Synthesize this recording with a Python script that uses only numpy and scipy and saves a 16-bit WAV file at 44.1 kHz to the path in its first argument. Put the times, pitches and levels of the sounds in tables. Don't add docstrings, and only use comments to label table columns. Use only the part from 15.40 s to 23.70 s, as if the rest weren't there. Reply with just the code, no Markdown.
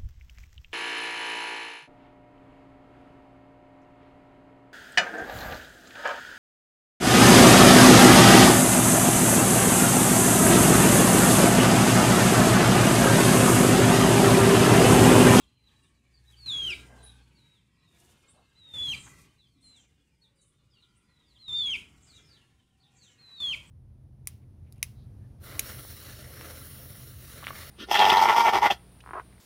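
import sys
import numpy as np
from scipy import signal
from scipy.fft import rfft, irfft
from scipy.io import wavfile
from scipy.ndimage import uniform_filter1d, map_coordinates

SR = 44100
rng = np.random.default_rng(int(sys.argv[2]) if len(sys.argv) > 2 else 0)


def persist_wave(psi):
    counts = np.round(np.clip(psi, -1, 1) * 32767).astype(np.int16)
    wavfile.write(sys.argv[1], SR, np.atleast_2d(counts).T)


N = 366030
TIME_S = np.arange(N) / SR
FREQ_HZ = np.maximum(np.fft.rfftfreq(N, 1 / SR), 1)

# freq_hz, density_db
AIR_SPECTRUM = [(25, -105), (62, -88.5), (130, -89), (280, -97.5), (460, -105), (620, -111), (1100, -107),
                (1600, -109), (2500, -107.5), (4000, -113), (5500, -116.5), (9000, -116), (12000, -127),
                (15000, -129)]
# time_s, gain_db
AIR_DRIFT = [(0, 3.5), (.19, -11.5), (.33, -1), (.62, -8), (1.3, 3.5), (2, -2.5), (2.32, -10), (2.65, 2.5),
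             (3.22, -4.5), (3.8, 5.5), (4.02, -11.5), (4.35, -3), (4.7, -9.5), (5.72, -6.5), (6.95, -0.5),
             (7.32, -9.5), (7.5, -3.5), (8.3, 0.5)]
# freq_hz, level_db
HUM_PARTIALS = [(61.5, -70.5), (122, -74.5)]
# time_s, gain_db
HUM_ENVELOPE = [(.6, -1), (.8, 8.5), (1.1, 16), (1.75, 15.5), (2.2, -5)]
# start_s, length_s, centre_hz, level_db
PUFFS = [(1.437, 0.27, 604, -59.5), (2.924, 0.13, 630, -66.5), (3.657, 0.037, 1220, -54)]
# start_s, length_s, level_db
LEAF_SPELLS = [(0.78, 0.36, -73), (1.236, 0.094, -52.5), (2.462, 0.4, -68.5), (3.281, 0.35, -59.5),
               (3.587, 0.31, -64)]
# start_s, length_s, first_hz, last_hz, level_db
CHIRPS = [(1.628, 0.026, 8270, 11200, -43), (2.875, 0.036, 7000, 9600, -56),
          (5.555, 0.021, 7370, 9860, -67.5), (8.255, 0.044, 7460, 8400, -63)]
# start_s, length_s, first_hz, last_hz, level_db
TWITTERS = [(.34, .17, 8300, 9070, -76), (3.52, 0.18, 8410, 7010, -55.5), (4.2, 0.26, 8580, 6720, -69),
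            (4.95, 0.16, 8600, 9060, -73.5), (6.61, 0.21, 8040, 6470, -63), (7.52, 0.22, 7350, 6700, -66.5)]
# start_s, length_s, first_hz, last_hz, level_db
FLOCK_CALLS = [(0, 0.048, 3880, 3140, -64), (.02, 0.47, 4130, 3866, -74.5), (.26, 0.047, 4020, 2790, -65.5),
               (.43, .06, 3950, 2950, -71), (.71, 0.077, 5050, 4130, -69.5),
               (.86, 0.046, 3960, 3794, -63.5), (.917, 0.035, 3420, 2800, -59),
               (1.21, 0.2, 3920, 3816, -53.5), (1.58, .17, 4100, 3670, -60.5), (2.38, 0.2, 4060, 3450, -72),
               (3.42, .16, 4056, 4060, -50), (3.98, 0.096, 3960, 3070, -65.5),
               (4.81, 0.074, 4540, 3085, -65.5), (4.98, 0.074, 3930, 3750, -73),
               (5.3, 0.11, 5170, 3760, -68.5), (5.33, 0.053, 3300, 2760, -65),
               (5.423, 0.024, 4150, 2930, -58), (5.68, 0.22, 4200, 3500, -72.5),
               (5.86, 0.063, 4980, 3930, -68.5), (5.945, 0.036, 3840, 3040, -60.5),
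               (6.14, 0.14, 4770, 3785, -50), (6.25, 0.039, 3150, 2110, -46.5),
               (6.66, 0.17, 5010, 3020, -59.5), (6.82, 0.21, 5660, 2480, -61),
               (7.4, 0.088, 4660, 2940, -64), (7.58, .13, 4730, 2840, -62), (7.94, .21, 4360, 4150, -54)]
# start_s, full_voice_s, end_s, lead_hz, entry_hz, held_hz,
# last_hz, sag_hz_per_s, dip_hz, dip_delay_s, drop_s, entry_s, level_db, overtone_db
WHISTLES = [(0.962, 1.06, 1.342, 4680, 4193, 3148, 2295, 2410, 91, 0.071, 0.088, 0.021, -29, 3.5),
            (1.944, 1.942, 2.2, 4630, 4600, 3830, 3200, 498, -5, 0.052, 0.073, .01, -66, 3),
            (3.15, 3.337, 3.556, 3990, 3614, 3213, 2315, 3206, 179.5, 0.043, 0.053, 0.047, -29.5, 3),
            (4.209, 4.227, 4.41, 4300, 4100, 4095, 3120, 684, 4.5, .04, .1, 0.015, -57.5, -1),
            (5.981, 6.08, 6.368, 4240, 3796, 3222, 2295, 3083, 229.5, 0.0356, .064, 0.047, -27.5, -1),
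            (7.78, 8.002, 8.153, 4197, 3798, 3172, 2270, 3850, 239.5, 0.014, 0.048, 0.018, -27.5, -1)]


def undb(db):
    return 10 ** (np.asarray(db) / 20)


def walk(rate_hz, size=N):
    at = np.arange(size) * rate_hz / SR
    return map_coordinates(rng.standard_normal(16384), [at % 16383], order=2)


def noise(gain):
    return irfft(rfft(rng.standard_normal(N)) * gain, N) * np.sqrt(SR / 2)


def band(centre_hz, width_oct):
    return np.exp(-(np.log2(FREQ_HZ / centre_hz) / width_oct) ** 2 / 2)


def arch(start_s, length_s):
    return np.sin(np.pi * np.clip((TIME_S - start_s) / length_s, 0, 1))


def mottle(x, depth_db, patch_hz, patch_s=.22):
    hz, t, spectrum = signal.stft(x, SR, nperseg=2048)
    grid = np.meshgrid(hz / patch_hz, t / patch_s, indexing="ij")
    patches = map_coordinates(rng.standard_normal((1024, 128)), grid, order=1, mode="wrap")
    return signal.istft(spectrum * undb(depth_db * patches), SR, nperseg=2048)[1][:N]


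def since_loud(calls, threshold_db=-44):
    amplitude = uniform_filter1d(np.abs(calls), 130) * np.pi / 2
    return TIME_S - np.maximum.accumulate(np.where(amplitude > undb(threshold_db), TIME_S, -10))


def swell(since_s, depth_db, sink_s):
    return undb(depth_db * uniform_filter1d(np.exp(-since_s / sink_s), size=130))


def lift(birds, depth_db=4, knee_db=-66):
    power = uniform_filter1d(birds ** 2, size=3000)
    return undb(depth_db * power / (power + undb(knee_db) ** 2))


def hollow(air, since_s, depth=.85, delay_s=.19, width_s=.064):
    call_band = irfft(rfft(air) * band(centre_hz=3700, width_oct=.25), N)
    return air - depth * call_band * np.exp(-((since_s - delay_s) / width_s) ** 2)


def hum():
    out = np.zeros(N)
    for freq_hz, level_db in HUM_PARTIALS:
        gain = undb(level_db + 2 * walk(1.4))
        hz = freq_hz * (1 + .01 * walk(2.8))
        out += gain * np.sin(2 * np.pi * np.cumsum(hz) / SR)
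    return out * undb(np.interp(TIME_S, *np.transpose(HUM_ENVELOPE)))


def open_air(drift_db, since_s, birds, flicker_db=1.33):
    hz, density_db = np.transpose(AIR_SPECTRUM)
    colour = undb(np.interp(np.log(FREQ_HZ), np.log(hz), density_db))
    low = 1 / (1 + (FREQ_HZ / 400) ** 4)
    high = 1 / (1 + (5000 / FREQ_HZ) ** 6)
    rumble = mottle(noise(colour * np.sqrt(low)), depth_db=2.5, patch_hz=43)
    rumble *= undb(.43 * drift_db) * swell(since_s, depth_db=12.5, sink_s=.31)
    murmur = mottle(noise(colour * np.sqrt((1 - low) * (1 - high))), depth_db=6.5, patch_hz=70)
    murmur *= undb(drift_db + flicker_db * walk(40)) * swell(since_s, depth_db=11, sink_s=.23)
    hiss = mottle(noise(colour * np.sqrt(high)), depth_db=3, patch_hz=201.2)
    hiss *= undb(.67 * drift_db + flicker_db * walk(60)) * swell(since_s, depth_db=14.5, sink_s=.23)
    deep_bass = noise(undb(-96 - 24 * np.log2(FREQ_HZ / 75) ** 2))
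    deep_bass *= swell(since_s, depth_db=20.5, sink_s=.35) - 1.5
    return rumble + deep_bass + (murmur + hiss) * lift(birds)


def puffs():
    out = np.zeros(N)
    for start_s, length_s, centre_hz, level_db in PUFFS:
        burst = noise(band(centre_hz, width_oct=.66))
        out += undb(level_db) * burst / burst.std() * arch(start_s, length_s)
    return out


def leaves(grain_db=3, flicker_db=3):
    crackle = noise(band(centre_hz=7500, width_oct=.62))
    crackle *= undb(grain_db * walk(600) + flicker_db * walk(35))
    spells = sum(undb(db) * arch(start_s, length_s) for start_s, length_s, db in LEAF_SPELLS)
    return spells * crackle / crackle.std()


def scatter(x, t60_s, build_s):
    t = TIME_S[:SR]
    envelope = undb(-60 * t / t60_s) * (1 - np.exp(-t / build_s))
    echoes = rng.standard_normal(SR) * rng.standard_normal(SR) * envelope
    return signal.fftconvolve(x, echoes / np.linalg.norm(echoes))[:N]


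def glides(notes, rasp, rasp_rate_hz, flutter_db=4, bow=.035, wander=.083):
    out = np.zeros(N)
    for start_s, length_s, first_hz, last_hz, level_db in notes:
        on = (TIME_S >= start_s) & (TIME_S < start_s + length_s)
        progress = (TIME_S[on] - start_s) / length_s
        size = len(progress)
        arc = np.sin(np.pi * progress)
        jitter = rasp * min(length_s / .1, 1) ** 2 * walk(rasp_rate_hz, size)
        bend = wander * abs(np.log(first_hz / last_hz)) * walk(50, size)
        hz = (first_hz + (last_hz - first_hz) * (progress - bow * arc)) * (1 + jitter + bend)
        envelope = undb(level_db + flutter_db * walk(90, size)) * np.sqrt(np.abs(arc))
        out[on] += envelope * np.sin(2 * np.pi * np.cumsum(hz) / SR)
    return out


def far_flock(pitch_hz=3800, spread_oct=.9, floor_db=-83, count=130):
    when, length, pitch, fall, loudness = rng.random((count, 5)).T
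    start_s = (np.arange(count) + when) / count * N / SR
    length_s = .04 + .1 * length
    first_hz = pitch_hz * 2 ** (spread_oct * (pitch - .5))
    last_hz = first_hz * (.96 - .3 * fall)
    notes = np.transpose([start_s, length_s, first_hz, last_hz, floor_db + 7 * loudness])
    return glides(notes, rasp=.022, rasp_rate_hz=180)


def syrinx(hz, level_db, overtone_db, waver=.0076, rasp=.032, flutter_db=1.15, break_hz=2480):
    size = len(hz)
    slack = np.clip((3350 - hz) / 700, -1, 1)
    doubling = np.clip((break_hz - hz) / 120, 0, 1)
    jitter = waver * walk(260, size) + rasp * np.maximum(slack, 0) ** 2 * walk(700, size)
    phase = 2 * np.pi * np.cumsum(hz * (1 + jitter)) / SR
    overtones = undb(-29) * np.sin(2 * phase) + undb(-44) * np.sin(3 * phase)
    overtones *= undb(overtone_db + 10 * slack + 5.4 * walk(70, size))
    half_harmonics = np.sin(3 * phase / 2) + .082 * np.sin(phase / 2)
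    tone = np.sin(phase) + overtones + undb(-14) * doubling * half_harmonics
    fade = signal.windows.tukey(size, min(.0075 * SR / size, 1))
    return tone * undb(level_db + flutter_db * walk(130, size)) * fade


def whistles(scoop_hz=596, scoop_s=.008, overshoot_hz=150, overshoot_s=.022, settle_s=.04):
    out = np.zeros(N)
    for (start_s, full_voice_s, end_s, lead_hz, entry_hz, held_hz, last_hz, sag_hz_per_s,
         dip_hz, dip_delay_s, drop_s, entry_s, level_db, overtone_db) in WHISTLES:
        on = (TIME_S >= start_s) & (TIME_S < end_s)
        t = TIME_S[on]
        voiced_s = np.maximum(t - full_voice_s, 0)
        lead = np.clip((t - start_s) / (full_voice_s - start_s), 0, 1)
        scoop = np.exp(-(t - start_s) / scoop_s)
        drop = np.sin(np.pi / 2 * np.maximum(1 - (end_s - t) / drop_s, 0)) ** 3

        onset_hz = lead_hz + (entry_hz - lead_hz) * lead
        hz = held_hz + sag_hz_per_s * (end_s - drop_s - t)
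        hz += (onset_hz - hz) * np.exp(-(voiced_s / settle_s) ** 2)
        hz += overshoot_hz * np.exp(-((t - start_s) / overshoot_s - 1) ** 2) - scoop_hz * scoop
        hz -= dip_hz * np.exp(-((t - full_voice_s - dip_delay_s) / .035) ** 2)
        hz += (last_hz - hz) * drop

        lead_db = -34 + 13.5 * np.sin(np.pi * lead / 2)
        voice_db = -6 * (voiced_s < entry_s) - 3 * drop
        shape_db = np.where(t < full_voice_s, lead_db, voice_db) - 10.5 * scoop
        out[on] += syrinx(hz, level_db + uniform_filter1d(shape_db, size=130), overtone_db)
    return out


def scene():
    drift_db = np.interp(TIME_S, *np.transpose(AIR_DRIFT))
    near = whistles()
    flock = glides(FLOCK_CALLS, rasp=.012, rasp_rate_hz=400)
    far = far_flock() * undb(.5 * drift_db)
    high_calls = glides(CHIRPS, rasp=.12, rasp_rate_hz=1400)
    high_calls += glides(TWITTERS, rasp=.095, rasp_rate_hz=570, flutter_db=5.5)
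    close = near + undb(-17.5) * scatter(near, t60_s=.41, build_s=.0096)
    close += undb(-12.5) * scatter(near, t60_s=.18, build_s=.069)
    around = undb(-2.5) * flock + far + undb(-2) * scatter(flock + far, t60_s=.18, build_s=.005)
    treetops = undb(-5.5) * high_calls + undb(-.5) * scatter(high_calls, t60_s=.27, build_s=.00089)
    since_s = since_loud(near)
    background = hollow(hum() + open_air(drift_db, since_s, near + around), since_s)
    return (background + puffs() + leaves() + treetops + around + close)[None]


def record(dry):
    return signal.sosfilt(signal.ellip(10, .2, 70, 15600, fs=SR, output="sos"), dry)


dry = scene()
out = record(dry)
persist_wave(out)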